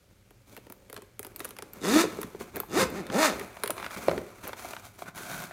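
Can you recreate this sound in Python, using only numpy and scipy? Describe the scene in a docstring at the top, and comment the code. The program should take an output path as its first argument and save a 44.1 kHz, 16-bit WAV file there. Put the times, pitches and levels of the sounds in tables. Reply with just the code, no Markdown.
"""Unzipping a make-up case

A stiff leatherette case is opened close by in a small room. Fingers fumble with the clinking
metal pull tabs, then draw the slider round in three quick pulls and a slow creep. Each zip
tooth clicks and kicks the shell, making it buzz. The lid creaks and is prised open with
a hollow knock, and a hand slides in over the cloth lining."""
import sys
import numpy as np
from scipy import signal
from scipy.fft import rfft, irfft, next_fast_len
from scipy.io import wavfile
from scipy.ndimage import uniform_filter1d

SR = 44100
rng = np.random.default_rng(int(sys.argv[2]) if len(sys.argv) > 2 else 0)


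def to_wav(s):
    """Save 16-bit WAV."""
    ch = np.atleast_2d(s).T  # columns
    pcm = np.round(np.clip(ch, -1, 1) * 32767)  # PCM
    wavfile.write(sys.argv[1], SR, pcm.astype(np.int16))


N = 243431
TIME = np.arange(N) / SR

# Levels in the tables are relative. A ring time (t60) is the time taken to fade by 60 dB.
# Tone of the quiet room. Each row: frequency in Hz, level in dB.
ROOM_TONE = [(15, -21), (25, -45), (38, -4.5), (66, -12.5), (114, 0), (127, -7), (141, -29), (185, -7.5),
             (270, -33), (335, -59), (775, -40), (1940, -30.5), (5280, -36), (14000, -41), (16000, -49)]

# Low, middle and high parts of a sliding hand's sound. Each row: frequency in Hz, level in dB.
RUMBLE_TONE = [(35, -67), (60, 2), (108, -6.5), (189, -1), (265, -1.5), (395, -1), (470, -4.5), (584, 2),
               (695, -11), (800, -4), (1040, -52.5), (1760, -120)]
RUB_TONE = [(350, -29), (600, 7), (698, 6.5), (871, 0.5), (997, 0.5), (1110, 0.5), (1390, 2), (1580, -2),
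            (1880, -6), (2290, 0), (3180, -17), (3550, 0), (4000, -11), (5200, -50.5), (8800, -120)]
HISS_TONE = [(1880, -39), (3200, 4), (3690, 9), (4020, -1), (5410, -3), (6030, 1), (8380, -2.5),
             (10500, -2), (11500, -5.5), (14100, -1), (16000, -12)]
# Hand strokes. Each row: start and length in seconds, then rumble, rub and hiss levels in dB.
HAND_STROKES = [(0.459, 0.12, -61.5, -64, -63), (0.56, 0.47, -63, -70, -70.5), (1.178, .6, -56, -63, -66.5),
                (1.38, 0.099, -66, -61, -57), (1.725, 0.084, -52.5, -55.5, -59),
                (2.05, 0.16, -47.5, -51.5, -53.5), (2.195, .44, -55.5, -58, -61),
                (2.388, 0.039, -47, -49, -50.5), (2.533, 0.059, -43.5, -47.5, -56),
                (2.83, 0.13, -42, -51, -56), (3.006, 0.13, -46, -50, -61), (3.323, .11, -43.5, -46, -50.5),
                (3.43, .33, -57.5, -53, -58.5), (3.75, .11, -49.5, -45, -52.5),
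                (3.897, 0.052, -54, -44.5, -48), (3.961, .12, -45, -44, -47),
                (4.065, 0.12, -37.5, -48, -52), (4.194, 0.38, -59.5, -56.5, -60.5),
                (4.424, 0.062, -46, -44.5, -48.5), (4.554, 0.18, -53.5, -47.5, -49),
                (4.832, 0.036, -57.5, -51.5, -51.5), (4.87, 0.12, -65, -63.5, -63),
                (4.978, 0.046, -55, -52.5, -52.5), (5.048, 0.037, -56.5, -50, -57),
                (5.141, 0.22, -56.5, -48, -47.5), (5.279, 0.16, -52.5, -45, -46)]
# Ring of loose zip teeth. Each row: frequency in Hz, width in Hz, level in dB.
TICK_RESONANCES = [(10400, 500, 0), (10550, 400, 3), (13400, 1500, 0)]
# Air inside the open case. Each row: frequency in Hz, width in Hz, level in dB.
AIR_RESONANCES = [(152, 48, 11), (692, 39, -8), (1470, 72, 0), (1540, 100, 5.5)]

# Fingers, lid and small containers bumping the shell.
# Each row: time in seconds, boom level in dB, clack level in dB, boom pitch in Hz.
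BUMPS = [(2.04, -18.5, -35, 470), (2.051, -20, -37, 400), (2.188, -24.5, -45, 410), (2.245, -32, -56, 183),
         (2.348, -29.5, -48, 410), (2.409, -29, -37.5, 367), (2.634, -36, -46, 865),
         (2.925, -27, -50, 322.7), (3.1, -27.5, -29, 194), (3.412, -30, -35, 412),
         (3.569, -38.5, -38.5, 662), (3.697, -23, -40, 610), (3.964, -36.5, -34, 193),
         (4.083, -9, -25.5, 556), (4.094, -22, -28, 605), (4.113, -19, -27, 547), (4.133, -27, -45, 600),
         (4.178, -22.5, -30, 397), (4.531, -36.5, -30, 536), (4.647, -31.5, -48, 710),
         (4.734, -34, -31.5, 650), (4.765, -47, -32, 710), (5.021, -29.5, -36, 710), (5.206, -38, -49, 388),
         (5.51, -37, -37.5, 690)]
# The stiff lid bending. Each row: start and end in seconds, then boom and clack levels in dB.
LID_CREAKS = [(3.78, 3.875, -38.5, -30.5), (3.908, 3.96, -50, -39), (4.446, 4.505, -35.5, -38.5)]
# Notes of the hollow case. 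Each row: frequency in Hz, level in dB, ring time in seconds.
CASE_MODES = [(125, 2, 0.16), (166.5, -2, 0.25), (232, -6.5, 0.23), (327, 5, 0.064), (423, -5.5, 0.086),
              (560, -9.5, 0.039), (602, -3, 0.033), (824, 10, 0.013), (996, 23.5, 0.009),
              (1425, -6.5, 0.069)]
# Tones of a hard contact and of the lightly tapped shell. Each row: frequency in Hz, level in dB.
CLACK_TONE = [(500, -41), (900, 7), (1400, 7), (2200, 2), (3000, -2.5), (4200, -4.5), (7000, -14),
              (11000, -9)]
NUDGE_TONE = [(130, -15.5), (250, -4.5), (420, 5.5), (580, -2.5), (900, -12)]

# Pull tabs hitting the slider and each other.
# Each row: time in seconds, then tinkle, clack and shell levels in dB, then tinkle pitch in Hz.
TAB_HITS = [(0.3068, -55, -51, -45, 13100), (0.566, -44, -37.5, -42, 13600),
            (0.5746, -49, -41, -36.5, 14700), (0.6673, -60, -48, -38.5, 12600),
            (0.6996, -45, -43.5, -35, 12700), (0.7227, -37.5, -42, -48, 13100),
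            (0.8986, -44, -41.5, -38, 10400), (0.928, -37.5, -38, -34, 10400),
            (0.9432, -43, -45, -55, 10770), (0.964, -61, -32, -39, 9860), (0.9754, -54, -39, -36.5, 10300),
            (1.0204, -49, -44, -38, 9610), (1.1933, -30, -36.5, -32, 11000),
            (1.2293, -38, -39.5, -44, 10700), (1.2479, -39, -37, -36, 12600), (1.267, -39, -43, -37, 10900),
            (1.361, -33, -44, -52, 12200), (1.3941, -37, -43, -41, 9700), (1.4032, -38, -28.5, -29, 13800),
            (1.4463, -31, -35, -33.5, 9830), (1.4517, -32, -31, -39, 9800), (1.49, -40.5, -48, -50, 10800),
            (1.507, -42, -39, -40.5, 9900), (1.566, -49, -39.5, -51, 9400), (1.5868, -43, -32, -34, 10700),
            (1.6228, -38, -34, -31.5, 8300), (1.734, -36, -46, -62, 13900),
            (2.2152, -32.5, -33, -40, 10700), (2.2305, -36, -28, -36, 10930),
            (2.5588, -32, -35, -31, 13100), (2.5665, -31, -32, -30, 14400), (2.6013, -24, -27, -25, 13800),
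            (2.902, -41, -54, -52, 13900), (3.0671, -51, -35.5, -39, 10120),
            (3.3959, -39.5, -30.5, -34, 10370), (3.6356, -24.5, -19.5, -21.5, 10540),
            (3.6595, -40, -29, -30, 9500), (3.676, -28.5, -26, -35, 10700),
            (3.705, -23.5, -23.5, -27.5, 9900), (4.4763, -31.5, -42, -33, 12500),
            (5.177, -48, -33, -46, 12500), (5.4213, -41, -34.5, -52, 14300)]
# Notes of a freely hanging tab. Each row: frequency in Hz, level in dB, ring time in seconds.
TAB_MODES = [(7000, 7, .1), (9430, 4, 0.8), (10410, 7, 0.21), (11900, -31, .08), (12900, 8, .06),
             (13480, 13.5, 0.071), (12300, -5, 0.2), (13700, -3, 0.27), (14330, -28, 0.14)]

# Slider speed, one list for each pull. Each row: time in seconds, speed in teeth per second.
PULL_SPEEDS = [
    [(1.8, 71), (1.83, 98.5), (1.848, 157.7), (1.868, 180), (1.914, 236), (1.93, 274), (1.966, 316),
     (2.058, 366), (2.09, 352.5)],
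    [(2.69, 83), (2.722, 129.0), (2.754, 280), (2.758, 287), (2.796, 507), (2.802, 541.9), (2.824, 523),
     (2.874, 493), (2.88, 440)],
    [(2.91, 99.7), (2.928, 125.4), (2.974, 206), (2.982, 209.3), (3.004, 178), (3.016, 162), (3.032, 143.2),
     (3.046, 121.1), (3.05, 100)],
    [(3.09, 75), (3.144, 182), (3.17, 243.2), (3.202, 317), (3.232, 318), (3.26, 300.1), (3.298, 200),
     (3.32, 121), (3.36, 73.9)],
]
# Zip pulls. Each row: start and easing-off time in seconds; buzz, rasp and click levels in dB at the
# usual speed; time in seconds and boost in dB of the shell's boom; the same two for the slider's bite.
ZIP_PULLS = [(1.798, 2.016, -26, -25.5, -28.5, 1.964, 10, 2.008, 1),
             (2.675, 2.83, -30.5, -32.5, -36, 2.775, 2.5, 2.8, 2),
             (2.917, 3.016, -33, -38, -46.5, 3.0, 3, 2.965, 4),
             (3.097, 3.335, -27, -27.5, -33, 3.155, 3.5, 3.252, 7.5)]
# Tone of the shell on each side that the slider runs along. 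Each row: frequency in Hz, level in dB.
RIGHT_SIDE_TONE = [(41, -66), (70, -21), (129, -26), (173, -11), (248, -8), (316, -7.5), (511, -10.5),
                   (554, -55), (800, -21.5), (1040, -55), (1760, -120)]
TOP_SIDE_TONE = [(41, -47), (70, 0.5), (129, -3), (188, 6), (243, -4.5), (323, 6), (506, -3), (633, -10.5),
                 (800, -4), (1040, -45), (1760, -120)]
LEFT_SIDE_TONE = [(41, -71), (70, -34), (134, -33), (173, -3.5), (298, -3), (369, -5), (620, -6),
                  (715, -13.5), (800, -2.5), (1040, -57), (1760, -120)]
# Tones of the zip's rasping tape and clicking teeth. Each row: frequency in Hz, level in dB.
TAPE_TONE = [(380, -27), (650, -2.5), (672, -12.5), (783, -10.5), (957, -6.5), (1120, -8), (1290, -5.5),
             (1630, -12.5), (1800, -6.5), (1940, -10.5), (3200, -17.5), (4160, -18), (7040, -120)]
TEETH_TONE = [(1650, -48.5), (2800, 6.5), (3150, -4), (3460, 6.5), (4090, -2), (4700, -3.5), (5130, -6.5),
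              (5560, -4.5), (6200, 0), (8360, -5.5), (10300, -6.5), (11700, -11.5), (15000, -10),
              (16000, -34)]
# Ring of the slider and the rows of teeth. Each row: frequency in Hz, width in Hz, level in dB.
SLIDER_RESONANCES = [(1305, 28, -1.5), (1700, 50, -16), (2260, 86, -15), (3890, 40, 3), (3730, 36, 10),
                     (4405, 30, -26), (4980, 180, 2), (6430, 26, -22)]


def from_db(db):
    """Turn decibels into a number to multiply by."""
    return 10 ** (np.asarray(db) / 20)


def rms_one(x):
    """Scale a sound so that its average strength (rms) is 1."""
    return x / np.sqrt(np.mean(x ** 2) + 1e-20)


def unit_hit(x):
    """Scale a hit so that its first 10 ms have a strength of 1."""
    return x / np.sqrt(np.mean(x[:SR // 100] ** 2) + 1e-20)


def evened(x, window_s=0.059):
    """Keep a sound's strength near 1 from moment to moment."""
    size = int(window_s * SR)
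    power = uniform_filter1d(uniform_filter1d(x ** 2, size), size)
    return x / np.sqrt(np.abs(power) + 1e-12)


def coloured(x, tone):
    """Filter a sound to follow a tone table, falling steeply past the table's ends."""
    size = next_fast_len(len(x) + 4096, True)
    hz, db = np.transpose(tone)
    octave, points = np.log2(np.maximum(np.fft.rfftfreq(size, 1 / SR), 1)), np.log2(hz)
    outside = np.abs(octave - np.clip(octave, points[0], points[-1]))
    curve_db = np.interp(octave, points, db) - np.minimum(24 * outside, 60)
    # minimum phase: the filter rings after a hit, never before it
    cepstrum = irfft(np.log(from_db(curve_db)), size)
    cepstrum[1:size // 2] *= 2
    cepstrum[size // 2:] = 0
    return irfft(rfft(x, size) * np.exp(rfft(cepstrum)), size)[:len(x)]


def resonant(x, peaks):
    """The ringing that a set of resonances adds to a sound."""
    out = 0
    for hz, width, db in peaks:
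        r = np.exp(-np.pi * width / SR)
        feedback = [1, -2 * r * np.cos(2 * np.pi * hz / SR), r * r]
        out = out + from_db(db) * (1 - r * r) / 2 * signal.lfilter([1, 0, -1], feedback, x)
    return out


def drift(turns_per_s):
    """A random wobble, about 1 in size."""
    knots = rng.standard_normal(2048)
    return np.interp(TIME * turns_per_s, np.arange(len(knots)), knots)


def rise(t, rise_s):
    """Climb smoothly from 0 towards 1."""
    return 1 - np.exp(-t / rise_s)


def fade(t, t60):
    """Die away by 60 dB in t60 seconds."""
    return from_db(-60 * t / t60)


def envelope(start, stop, attack_s, t60):
    """Swell, hold until the stop, then die away."""
    return np.clip((TIME - start) / attack_s, 0, 1) * fade(np.maximum(TIME - stop, 0), t60)


def favour(modes, centre_hz, db_per_octave):
    """The spot that is struck favours the notes near its own pitch."""
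    return [(hz, db - db_per_octave * abs(np.log2(hz / centre_hz)), t60) for hz, db, t60 in modes]


def struck(modes, t, spread_db, detune):
    """An object's notes ring and fade; grip and point of contact vary their strength and pitch."""
    out = 0
    for k, (hz, db, t60) in enumerate(modes):
        strength = (-1) ** k * from_db(db + spread_db * rng.standard_normal())
        pitch = hz * (1 + detune * rng.standard_normal())
        out = out + strength * np.sin(2 * np.pi * pitch * t) * fade(t, t60)
    return out


def crack(t, t60, tail_db, tail_t60, rise_s):
    """Two things touch: a short burst of noise with a faint rattle after it."""
    decay = fade(t, t60) + from_db(tail_db) * fade(t, tail_t60)
    return rng.standard_normal(len(t)) * rise(t, rise_s) * decay


def add(out, start_s, sound):
    """Mix a sound in at the given time."""
    at = round(start_s * SR)
    out[at:at + len(sound)] += sound[:max(N - at, 0)]


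def room_tone(level_db=-60):
    """The quiet room: a faint, steady, low noise."""
    return from_db(level_db) * rms_one(coloured(rng.standard_normal(N), ROOM_TONE))


def room_echo(x, t60=0.62, treble_t60=0.48, echo_db=-16, treble_db=-4, split_hz=3000):
    """Table and walls add a faint wash of echoes, in which the treble dies first."""
    t = TIME[:SR // 2]
    noise = rng.standard_normal(len(t)) * (t > .004)
    low = signal.sosfilt(signal.butter(2, split_hz, fs=SR, output="sos"), noise)
    high = signal.sosfilt(signal.butter(2, split_hz, "high", fs=SR, output="sos"), noise)
    tail = low * fade(t, t60) - from_db(treble_db) * high * fade(t, treble_t60)
    return x + from_db(echo_db) * signal.fftconvolve(x, tail / np.sqrt(np.sum(tail ** 2)))[:N]


def stroke_gains():
    """How strong the rumble, rub and hiss are as the hands hold and stroke the case."""
    power = from_db([[-68], [-73], [-74]]) ** 2   # fingers just holding it
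    for start, length, *levels_db in HAND_STROKES:
        # a long stroke swells slowly; a brief one stops sooner
        shape = envelope(start, start + length, max(0.013, .12 * length), t60=min(0.51, 2.5 * length))
        power = power + np.outer(from_db(levels_db), shape) ** 2
    return np.sqrt(power)


def tooth_ticks(hiss_gain, ticks_per_s=24, against_hiss_db=-13.5, zip_open_s=2.9):
    """Once enough teeth lie loose, the hands stir them into tiny random ticks."""
    impulses = rng.random(N) < ticks_per_s / SR
    ticks = rms_one(resonant(impulses + 1e-18, TICK_RESONANCES))
    return ticks * hiss_gain * from_db(against_hiss_db) * (TIME > zip_open_s)


def hand_rubbing(catches_per_s=260, hand_in_s=5.04):
    """Skin slides over leatherette and cloth: smooth friction with many tiny catches."""
    caught = rng.random(N) < catches_per_s / SR
    sizes = from_db(4 * np.minimum(rng.exponential(1, N), 3))
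    catches = rms_one(caught * sizes * rng.choice([-1, 1], N))
    flutter = from_db(2 * drift(70))
    friction = (rng.standard_normal(N) + 0.64 * catches) * flutter
    rumble_gain, rub_gain, hiss_gain = stroke_gains()
    rumble = rms_one(coloured(friction, RUMBLE_TONE)) * rumble_gain * from_db(1.5)
    rub = rms_one(coloured(friction, RUB_TONE)) * rub_gain * from_db(1.5)
    hiss = rms_one(coloured(friction, HISS_TONE)) * hiss_gain * from_db(0.13)
    # once the hand is inside, the air in the case rings along
    hollow = resonant((rumble + rub) * (TIME > hand_in_s), AIR_RESONANCES)
    return rumble + rub + hiss + hollow + tooth_ticks(hiss_gain)


def lid_slips(gap_s=0.022, centre_hz=678):
    """The bent lid creaks in a run of small, uneven slips, listed in rows like BUMPS."""
    rows = []
    for start, end, boom_db, clack_db in LID_CREAKS:
        for k, (late, weak, sharp) in enumerate(rng.standard_normal((12, 3))):
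            at = start + gap_s * (k + .15 * late)
            if at < end:
                pitch = centre_hz * 2 ** (0.26 * sharp)
                rows.append((at, boom_db - 1.5 * weak, clack_db - 1.5 * weak, pitch))
    return rows


def case_knocks():
    """Each bump or slip thumps one panel and rings the hollow case, with a dull clack on top."""
    out, t = np.zeros(N), TIME[:SR // 4]
    padding = signal.butter(1, 3800, fs=SR, output="sos")
    bass_cut = signal.butter(2, 110, "high", fs=SR, output="sos")   # the knocks carry no deep bass
    for start, boom_db, clack_db, pitch in BUMPS + lid_slips():
        panel = unit_hit(np.sin(2 * np.pi * pitch * t) * fade(t, 0.022) * rise(t, 0.00067))
        modes = favour(CASE_MODES, pitch, db_per_octave=8)
        hollow = unit_hit(struck(modes, t, spread_db=2, detune=.01) * rise(t, .003))
        boom = unit_hit(signal.sosfilt(bass_cut, panel + from_db(-7) * hollow))
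        slap = coloured(crack(t, 0.0063, -10.5, 0.029, rise_s=0.00068), CLACK_TONE)
        clack = unit_hit(signal.sosfilt(padding, slap))
        add(out, start, from_db(boom_db - 7) * boom + from_db(clack_db - 8) * clack)
    return out


def tab_clinks(held_t60=0.01, loose_above_db=-26):
    """A tab ticks, rings and nudges the shell; fingers choke the ring unless a hard hit frees it."""
    out, t = np.zeros(N), TIME[:SR // 3]
    for start, tinkle_db, clack_db, shell_db, pitch in TAB_HITS:
        shell = unit_hit(coloured(crack(t, 0.035, -30, 0.081, rise_s=0.0033), NUDGE_TONE))
        clack = unit_hit(coloured(crack(t, 0.0084, -21.5, 0.078, rise_s=0.00054), CLACK_TONE))
        modes = favour(TAB_MODES, pitch, db_per_octave=24)
        held = unit_hit(struck(modes, t, spread_db=3, detune=.015) * fade(t, held_t60) * rise(t, .0006))
        free = unit_hit(struck(modes, t, spread_db=1.5, detune=.002))
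        free_db = -15 - 2 * max(loose_above_db - tinkle_db, 0)
        tick = unit_hit(resonant(crack(t, 0.0027, -37.5, 0.067, rise_s=0.00061), [(pitch, 5000, 0)]))
        tinkle = unit_hit(tick + held) + from_db(free_db) * free
        contact = from_db(clack_db - 10) * clack + from_db(tinkle_db - 8) * tinkle
        add(out, start, from_db(shell_db - 11) * shell + contact)
        add(out, start + rng.uniform(.0015, .005), from_db(-11) * contact)   # the link bounces once
    return out


def pull_gains(speed, pull, usual_teeth_per_s=317.6):
    """Buzz, rasp and click grow with speed; in each pull the shell booms and the slider bites once."""
    start, ease_off, buzz_db, rasp_db, click_db, boom_s, boom_db, bite_s, bite_db = pull
    doublings = np.log2(speed / usual_teeth_per_s)
    boom = boom_db * np.exp(-((TIME - boom_s) / 0.015) ** 2)
    bite = bite_db * np.exp(-((TIME - bite_s) / 0.043) ** 2)
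    levels_db = [buzz_db + 7.5 * doublings + boom - 1.01 * bite,
                 rasp_db + 9 * doublings + bite,
                 click_db + 8 * doublings + bite]
    return from_db(levels_db) * envelope(start, ease_off, attack_s=0.045, t60=0.13)


def zip_pull(speed_points, pull, shell_tone, grind_s=.0006):
    """Each tooth kicks the shell and snaps through the slider; the other row answers more weakly."""
    speed = np.interp(TIME, *np.transpose(speed_points))
    teeth_passed = np.cumsum(speed) / SR + .022 * drift(300)
    strength = from_db(1.8 * rng.standard_normal(N))
    kicks = np.diff(np.floor(teeth_passed), prepend=0) * strength
    other_row = teeth_passed + .35 + .08 * drift(200)
    snaps = kicks + np.diff(np.floor(other_row), prepend=0) * .5 * strength
    # metal grinds for an instant after every snap, over the steady drag of the tape
    contact = signal.lfilter([1], [1, -np.exp(-1 / (grind_s * SR))], snaps)
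    grind, drag = evened(contact * rng.standard_normal(N)), rng.standard_normal(N)
    kicks, snaps = evened(kicks), evened(snaps)
    buzz_gain, rasp_gain, click_gain = pull_gains(speed, pull)
    buzz = evened(coloured(kicks + .34 * drag, shell_tone)) * buzz_gain * from_db(3)
    rasp = evened(coloured(snaps + .7 * grind + .6 * drag, TAPE_TONE)) * rasp_gain * from_db(-1.5)
    click = evened(coloured(.56 * snaps + grind + .73 * drag, TEETH_TONE)) * click_gain * from_db(-0.78)
    return buzz + rasp + click + resonant(rasp + click, SLIDER_RESONANCES)


def scene():
    """Zip, tabs, knocks and hands over the quiet room, in one channel."""
    sides = (RIGHT_SIDE_TONE, TOP_SIDE_TONE, TOP_SIDE_TONE, LEFT_SIDE_TONE)
    zipper = sum(zip_pull(*pull) for pull in zip(PULL_SPEEDS, ZIP_PULLS, sides))
    background = room_tone()
    case = zipper + tab_clinks() + case_knocks() + hand_rubbing()
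    return (room_echo(case) + background)[None]


def record(dry):
    """Cut the treble steeply above 16100 Hz."""
    return signal.sosfilt(signal.ellip(10, .2, 80, 16100, fs=SR, output="sos"), dry)


dry = scene()
out = record(dry)
to_wav(out)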